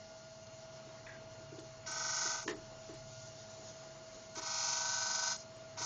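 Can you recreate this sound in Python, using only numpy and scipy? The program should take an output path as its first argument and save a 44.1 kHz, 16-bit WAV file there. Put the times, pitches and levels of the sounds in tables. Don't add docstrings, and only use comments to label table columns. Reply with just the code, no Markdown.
import sys
import numpy as np
from scipy import signal
from scipy.fft import rfft, irfft, next_fast_len
from scipy.io import wavfile
from scipy.ndimage import uniform_filter1d, map_coordinates

SR = 44100
rng = np.random.default_rng(int(sys.argv[2]) if len(sys.argv) > 2 else 0)


def gain_from_decibels(decibels):
    exponent = np.asarray(decibels, float) / 20
    return 10 ** exponent


def bounce(signal):
    frames = np.transpose(np.atleast_2d(signal))
    limited = np.clip(frames, -1, 1)
    pcm = np.round(limited * 32767).astype(np.int16)
    wavfile.write(sys.argv[1], SR, pcm)


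N = 257984
T = np.arange(N) / SR


def unit(x):
    return x / np.sqrt(np.mean(x ** 2) + 1e-20)


def along(points, hz):
    f, v = np.transpose(points)
    return np.interp(np.log(hz + 1), np.log(f + 1), v)


def curves(table):
    s, *cols = np.transpose(table)
    return [np.interp(T, s, c) for c in cols]


def wobble(rate_hz):
    coarse = T[::16]
    knots = rng.standard_normal(int(N * rate_hz / SR) + 4)
    return np.interp(T, coarse, map_coordinates(knots, [coarse * rate_hz]))


def filtered(x, response):
    m = next_fast_len(N + SR // 2)
    return irfft(rfft(x, m) * response(np.fft.rfftfreq(m, 1 / SR)), m)[:N]


def modes(table):
    def response(f):
        total = 0
        for k, (hz, width_hz, db) in enumerate(table):
            damping = 1j * f * width_hz
            total = total + (-1) ** k * gain_from_decibels(db) * damping / (hz * hz - f * f + damping)
        return total
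    return response


def smooth_field(shape, bins, frames):
    return unit(uniform_filter1d(uniform_filter1d(rng.standard_normal(shape), bins, 0), frames, 1))


def rush(spectrum, patchy_db):
    z = signal.stft(rng.standard_normal(N), nperseg=512)[2]
    patches = gain_from_decibels(patchy_db * smooth_field(z.shape, 6, 12))
    x = signal.istft(z * patches, nperseg=512)[1][:N]
    return unit(filtered(x, lambda hz: gain_from_decibels(along(spectrum, hz))))


def tone(hz, db, wander_db):
    phase = 2 * np.pi * hz * T + 6 * rng.random() + .3 * wobble(5)
    return gain_from_decibels(db + 3 + wander_db * wobble(6)) * np.sin(phase)


def bursts(rows, attack_s):
    out, t = np.zeros(N + SR), T[:SR // 3]
    for s, db, t60 in rows:
        shape = gain_from_decibels(db - 60 * t / t60) * (1 - np.exp(-t / attack_s))
        out[round(s * SR):][:len(t)] += shape * rng.standard_normal(len(t))
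    return out[:N]


# (time [s], 64th wheel order [Hz])
WHEEL_SPEED = [(1.95, 1525), (2.35, 1524), (4.6, 1522), (5.166, 1517), (5.3, 1519)]
# (order [per turn], level [dB])
GRIT_ORDERS = [(30, 12), (34, 7.5), (37, 6.5), (40, 14), (42, 1.5), (48, 9.5), (52, 9), (54, 0), (60, -25),
               (62, 5), (64, 13)]
# (order [per turn], depth [dB], phase [turns])
WHEEL_RUNOUT = [(2, .4, .6), (4, .6, .1), (5, .6, .7), (6, .6, .4), (10, .6, .2)]
# (time [s], depth [dB], phase [turns])
TURN_BEAT = [(1.85, 3.5, 0), (2.45, 3.5, 0), (4.3, 1.5, .38), (5.85, 1.3, .38)]
# (frequency [Hz], density [dB per Hz])
RING_SPECTRUM = [(560, -46), (640, -13), (720, -9.5), (850, -2.5), (1000, -6), (1190, -8), (1280, 3.5),
                 (1340, -4), (1430, 1.5), (1540, -4), (1580, -27.5), (1750, -31.5)]
# (frequency [Hz], density [dB per Hz])
RASP_SPECTRUM = [(2380, -32.5), (4050, -16), (4240, -2), (4610, -9), (4920, -1.5), (6290, -3), (7250, -3),
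                 (9420, -32.5), (16000, -120)]
# (frequency [Hz], density [dB per Hz])
SCRAPE_SPECTRUM = [(970, -45), (1650, -12.5), (1770, -18.5), (1900, -2), (2190, 0.5), (2450, -1),
                   (2790, -3.5), (3890, -0.5), (3950, -4.5), (5140, -45), (8690, -120)]
FULL_DB = -38
RING_DB, SCRAPE_DB = -6, -14.5
RING_GROWS, SCRAPE_GROWS = 0.73, 0.49


def grinding():
    press, flying = contact()
    order64_hz = uniform_filter1d(curves(WHEEL_SPEED)[0], SR // 8)
    turns = np.cumsum(order64_hz / 64 / SR)
    tracks = np.array([wobble(4.5) for _ in range(4)])
    drifting = sum(share * grit(turns) for share in tracks / np.linalg.norm(tracks, axis=0))
    steady = grit(turns, GRIT_ORDERS)
    chips = rng.standard_normal((2, N))
    runout_db = sum(db * np.cos(2 * np.pi * (order * turns + phase)) for order, db, phase in WHEEL_RUNOUT)
    depth_db, phase = curves(TURN_BEAT)
    beat_db = depth_db * np.cos(2 * np.pi * (turns + phase))

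    shaking = .7 * steady + .5 * drifting + .55 * chips[0]
    ring = through_guard(shaking, RING_SPECTRUM, base=0.69, peaky=0.89, uneven_db=2.0)
    cutting = .45 * steady + .8 * drifting + .6 * chips[1]
    cutting = cutting * gain_from_decibels(1.1 * wobble(500))
    rasp = through_guard(cutting, RASP_SPECTRUM, base=0.41, peaky=0.81, uneven_db=3.0)
    scrape = through_guard(cutting, SCRAPE_SPECTRUM, base=0.17, peaky=0.96, uneven_db=7.0)

    bright = (press + flying) * rasp + gain_from_decibels(SCRAPE_DB) * press ** SCRAPE_GROWS * scrape
    bright = bright * gain_from_decibels(.8 * runout_db + .25 * beat_db + .6 * wobble(12))
    ring_db = RING_DB + .5 * runout_db + beat_db + 0.79 * wobble(13)
    return gain_from_decibels(FULL_DB) * (bright + press ** RING_GROWS * ring * gain_from_decibels(ring_db))


# (touch [s], ease [s], leave [s], first-bite share of pressure, build-up [s])
LOBE_PASSES = [
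    (1.858, 2.332, 2.455, 0.31, 0.21),
    (4.351, 4.39, 4.41, 0.29, 0.19),
    (4.407, 5.325, 5.372, 0.066, 0.084),
    (5.765, 5.95, 9.6, .05, 0.048),
]
TOUCH_S, EASE_BEND = 0.0088, 0.78
CHIPS_DB, CHIPS_S, CHIPS_FADE_DB = -15, 0.065, -1.5


def contact():
    touch, ease, leave, bite, build = np.transpose(LOBE_PASSES)[..., None]
    ramp = lambda s, length_s: np.clip(s / length_s, 0, 1)
    press = ramp(T - touch, TOUCH_S) * (1 - (1 - bite) * np.exp(-np.abs(T - touch) / build))
    lift = ramp(T - ease, leave - ease)
    chips = gain_from_decibels(CHIPS_DB + CHIPS_FADE_DB * ramp(T - leave, CHIPS_S))
    chips = chips * lift * ramp(leave + CHIPS_S - T, TOUCH_S)
    return np.max(press * (1 - lift ** EASE_BEND), 0), np.sum(press * chips, 0)


def grit(turns, strong=(), size=4096):
    top_order = 340
    gain = np.ones(size // 2 + 1)
    for order, db in strong:
        gain[round(order)] = gain_from_decibels(db)
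    gain[top_order:] = 0
    face = irfft(gain * np.exp(2j * np.pi * rng.random(len(gain))), size)
    face = face * size / np.sqrt(2 * top_order)
    return map_coordinates(face, [turns % 1 * size], mode="grid-wrap")


# (time [s], place [0 near end, 1 flank, 2 nose])
CONTACT_PLACE = [(2.5, 0), (4.3, 1), (4.7, 1), (4.95, 2), (5.5, 2), (5.7, 1)]
# (frequency [Hz], width [Hz], level [dB])
NEAR_END_MODES = [(930, 30, -2), (1290, 44, 0.5), (1506, 39, 1.5), (1910, 100, -12.5), (2105, 49, -16),
                  (2280, 37, -18), (3860, 150, -24), (4460, 92, -16), (5180, 110, -10), (5600, 58, 4.5),
                  (5680, 160, -4), (6240, 90, 0), (6460, 70, 0.5), (6740, 43, -1.5)]
# (frequency [Hz], width [Hz], level [dB])
FLANK_MODES = [(960, 45, -3), (1260, 38, -8.5), (1520, 33, -25), (2240, 120, -9), (3290, 150, -19.5),
               (3900, 160, -12), (4340, 38, -2.5), (4910, 54, -3), (5300, 41, -4.5), (5610, 54, -4),
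               (6000, 110, 1.5), (6300, 59, 3.5), (6710, 36, 2.5), (6700, 42, -18)]
# (frequency [Hz], width [Hz], level [dB])
NOSE_MODES = [(972, 30, 4.5), (1280, 54, -8), (1530, 25, 5.5), (2460, 45, -15.5), (3770, 120, -16),
              (4210, 200, -6.5), (4890, 40, -5), (4940, 48, 0.5), (5320, 40, -9), (5630, 50, -4.5),
              (6060, 140, -3.5), (6450, 57, -6.5), (6690, 57, -6), (6620, 68, 1.5)]


def through_guard(source, spectrum, base, peaky, uneven_db):
    place = curves(CONTACT_PLACE)[0]
    grid_hz = np.arange(400, 9000, 4.)
    knots_hz = grid_hz[::10]
    out = np.zeros(N)
    for k, table in enumerate([NEAR_END_MODES, FLANK_MODES, NOSE_MODES]):
        dips = np.clip(rng.standard_normal(len(knots_hz)), -2, .8)
        small = np.interp(grid_hz, knots_hz, dips)
        gain = gain_from_decibels(along(spectrum, grid_hz) + uneven_db * small)
        gain = gain * (base + peaky * np.abs(modes(table)(grid_hz)))
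        coloured = filtered(source, lambda hz: np.interp(hz, grid_hz, gain, 0, 0))
        out += np.clip(1 - np.abs(place - k), 0, 1) ** 1.07 * unit(coloured)
    return out


# (time [s], peak level [dB])
TABLE_THUMPS = [(0.869, -45), (1.397, -47.5), (1.522, -36.5), (1.581, -37), (1.626, -45), (1.877, -47),
                (2.217, -49), (2.253, -38), (2.459, -33.5), (2.481, -26), (2.495, -27.5), (2.509, -29),
                (2.55, -39), (2.891, -35), (2.93, -41), (4.368, -37), (4.386, -46), (5.807, -40)]
# (frequency [Hz], width [Hz], level [dB])
TABLE_MODES = [(227, 150, -7), (324, 50, 2.5), (394, 82, 1), (485, 144, -5.5)]
# (time [s], level [dB], t60 [s])
STOP_CRACKS = [
    (2.4775, -22.5, 0.037),
    (2.486, -33.5, .04),
    (2.498, -30.5, 0.053),
    (2.509, -31, 0.041),
    (2.89, -50, 0.15),
    (2.94, -52, 0.15),
    (4.381, -34, 0.062),
]
# (frequency [Hz], width [Hz], level [dB])
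STOP_MODES = [(860, 400, -4.5), (1810, 180, 9), (2990, 200, -12)]
# (time [s], level [dB], t60 [s])
TOOL_CLANK = [
    (1.065, -26.5, 0.036),
    (1.088, -41, 0.14),
    (1.115, -44, .12),
    (1.139, -46, .15),
]
# (frequency [Hz], width [Hz], level [dB])
TOOL_MODES = [(1640, 190, -0.5), (1777, 180, 0.5), (1900, 240, -1.5), (2600, 270, -11), (3460, 340, -12)]
# (time [s], level [dB], t60 [s])
CHIP_TICKS = [
    (.468, -44, 0.044),
    (.59, -50, 0.027),
    (1.588, -39, 0.042),
]


def knocks():
    pushes = np.zeros(N)
    for s, db in TABLE_THUMPS:
        pushes[round((s - .005) * SR)] = gain_from_decibels(db + 39)
    thud = filtered(pushes, lambda hz: modes(TABLE_MODES)(hz) ** 2)

    def stop(hz):
        band = 1j * hz / (350 + 1j * hz) / (1 + 1j * hz / 3000)
        return band * (0.79 + modes(STOP_MODES)(hz))

    crack = filtered(bursts(STOP_CRACKS, attack_s=0.00092), stop)
    clank = filtered(bursts(TOOL_CLANK, attack_s=0.00059), lambda hz: modes(TOOL_MODES)(hz) ** 2)
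    tick = filtered(bursts(CHIP_TICKS, attack_s=0.0006), modes([(4820, 2400, 0)]))
    return thud + crack + gain_from_decibels(13.5) * clank + tick


# (frequency [Hz], t60 [s])
ROOM_T60 = [(200, 0.22), (1500, 0.21), (6000, 0.069)]


def room(x):
    hz, t, z = signal.stft(rng.standard_normal(SR // 2), SR, nperseg=256)
    decay = gain_from_decibels(-60 * t / along(ROOM_T60, hz)[:, None])
    tail = signal.istft(z * decay, SR, nperseg=256)[1]
    delayed = np.pad(x, (400, 0))
    return signal.fftconvolve(delayed, tail / np.linalg.norm(tail))[:N]


# (frequency [Hz], width [Hz], level [dB rms])
SPINDLE_BANDS = [(1420, 53, -71), (2070, 140, -81), (118, 70, -68.5), (2830, 200, -75), (4290, 220, -72.5)]


def spindle():
    out = np.zeros(N)
    for hz, width_hz, db in SPINDLE_BANDS:
        response = modes([(hz, width_hz, 0)])
        out += gain_from_decibels(db) * unit(filtered(rng.standard_normal(N), lambda f: response(f) ** 2))
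    return out


# (time [s], hum level [dB])
HUM_LEVEL = [(0.0, -66.5), (1.07, -62.5), (1.46, -59), (2.3, -62.5), (2.95, -59), (3.16, -57.5),
             (3.44, -63.5), (4.4, -65), (4.87, -63), (5.05, -71), (5.85, -60)]
# (frequency [Hz], level [dB re hum])
HUM_LINES = [(34.4, -13), (103.3, -6), (120, -3.5), (137.7, -2.5)]
# (frequency [Hz], level [dB rms])
GEAR_WHINE = (645.65, -56)
# (frequency [Hz], level [dB rms])
MOTOR_LINES = [(206.6, -77), (211.5, -73), (240.1, -80), (360, -78), (619.6, -79), (664.55, -69),
               (702, -78), (826.3, -75), (846, -77), (1106.5, -82), (1401.5, -78), (1422.5, -78),
               (1425, -75), (2116, -80), (2821, -81), (4226, -81)]
# (time [s], level [dB])
SPRAY_LEVEL = [(0.0, -61.5), (1.178, -64), (2.58, -62), (3.398, -58.5), (3.714, -58), (4.05, -62.5),
               (4.3, -60.5), (5.74, -62)]
# (frequency [Hz], density [dB per Hz])
SPRAY_SPECTRUM = [(1760, -43), (3000, -9.5), (3990, -4.5), (4260, -3.5), (4760, -2.5), (6210, 0.5),
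                  (6880, 0), (7250, -5.5), (9420, -36.5), (16000, -120)]
# (frequency [Hz], density [dB per Hz])
AIR_SPECTRUM = [(88, -36.5), (150, -11.5), (173, -11), (352, -12.5), (572, -13), (605, -16), (640, -8.5),
                (760, -14.5), (839, -13), (1320, -16.5), (1420, -30.5), (1530, -18.5), (2270, -21.5),
                (4500, -28.5), (5850, -60.5), (9900, -120)]
# (frequency [Hz], density [dB per Hz])
RUMBLE_SPECTRUM = [(18, -30.5), (32, -4.5), (60, -4.5), (90, -3.5), (130, -38)]
RUMBLE_DB, RUMBLE_FOLLOWS, DAMPED_DB = -75.5, .2, -5


def shop():
    hum_db = curves(HUM_LEVEL)[0]
    lines = tone(*GEAR_WHINE, wander_db=0.6) + sum(tone(hz, db, wander_db=2) for hz, db in MOTOR_LINES)
    hum = gain_from_decibels(hum_db - 1.6) * sum(tone(hz, db, wander_db=3.5) for hz, db in HUM_LINES)
    spray_db = curves(SPRAY_LEVEL)[0] + 1.0 + 0.62 * wobble(4.9) + 1.2 * wobble(27)
    spray = gain_from_decibels(spray_db) * rush(SPRAY_SPECTRUM, patchy_db=1.5)
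    air = gain_from_decibels(-60 + 2.0 * wobble(2.5)) * rush(AIR_SPECTRUM, patchy_db=1.5)
    rumble_db = RUMBLE_DB + RUMBLE_FOLLOWS * (hum_db - hum_db.mean()) + DAMPED_DB * contact()[0]
    rumble = gain_from_decibels(rumble_db + 2.0) * rush(RUMBLE_SPECTRUM, patchy_db=0.5)
    return lines + spindle() + hum + spray + air + rumble


def scene():
    hits = knocks()
    return (grinding() + hits + gain_from_decibels(-8) * room(hits) + shop())[None]


CAMERA_RATE_HZ = 16000
FRAME_S, FIRST_S = 1024 / CAMERA_RATE_HZ, 1.0865
UPSET_FRAMES = [0, 8, 13, 21, 22, 23, 29, 51, 52, 53, 67, 70, 74]


def dropouts(x, depth_db=-24, mask_db=-11):
    hz, t, z = signal.stft(x, SR, nperseg=256, noverlap=192)
    power = uniform_filter1d(uniform_filter1d(np.abs(z) ** 2, size=3, axis=0), size=6, axis=1)
    level = np.sqrt(power)
    chance = smooth_field(z.shape, 3, 16)
    gain = np.ones(z.shape)
    for k in UPSET_FRAMES:
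        inside = np.abs(t - FIRST_S - (k - .45) * FRAME_S) < FRAME_S / 2
        quiet = level[:, inside] < gain_from_decibels(mask_db) * level[:, inside].max(1, keepdims=True)
        lost = quiet & (chance[:, inside] > .2) & (hz > 1200)[:, None]
        gain[:, inside] = np.where(lost, gain_from_decibels(depth_db), 1)
    return signal.istft(z * gain, SR, nperseg=256, noverlap=192)[1][:N]


BLIP_LEVELS = [-75, -65, -49, -61, -58, -68, -64, -66, -64, -63, -60, -66, -55]


def blips():
    envelope = np.zeros(N)
    for k, db in zip(UPSET_FRAMES, BLIP_LEVELS):
        from_peak = np.clip((T - FIRST_S - k * FRAME_S) / .0065, -1, 1)
        envelope += gain_from_decibels(db - 2) * np.cos(np.pi / 2 * from_peak) ** 2
    return envelope * np.sin(np.pi * CAMERA_RATE_HZ * T)


def roll_off(x):
    return signal.sosfilt(signal.butter(12, 9200, fs=SR, output="sos"), x)


def record(dry):
    edge = lambda hz, at_hz, width_hz: np.clip((at_hz - hz) / width_hz, 0, 1)

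    def band(hz):
        notch = 1 - .97 * edge(np.abs(hz - CAMERA_RATE_HZ / 4), 50, 20)
        return edge(hz, 7300, 60) ** 3 * notch

    x = filtered(dropouts(dry[0]), band)
    folded = x * np.cos(2 * np.pi * CAMERA_RATE_HZ * T)
    mirror = filtered(folded, lambda hz: edge(hz, 9250, 350) * (hz > CAMERA_RATE_HZ / 2))
    mix = x + gain_from_decibels(-24.5) * mirror + blips()
    return roll_off(mix[None])


dry = scene()
out = record(dry)
bounce(out)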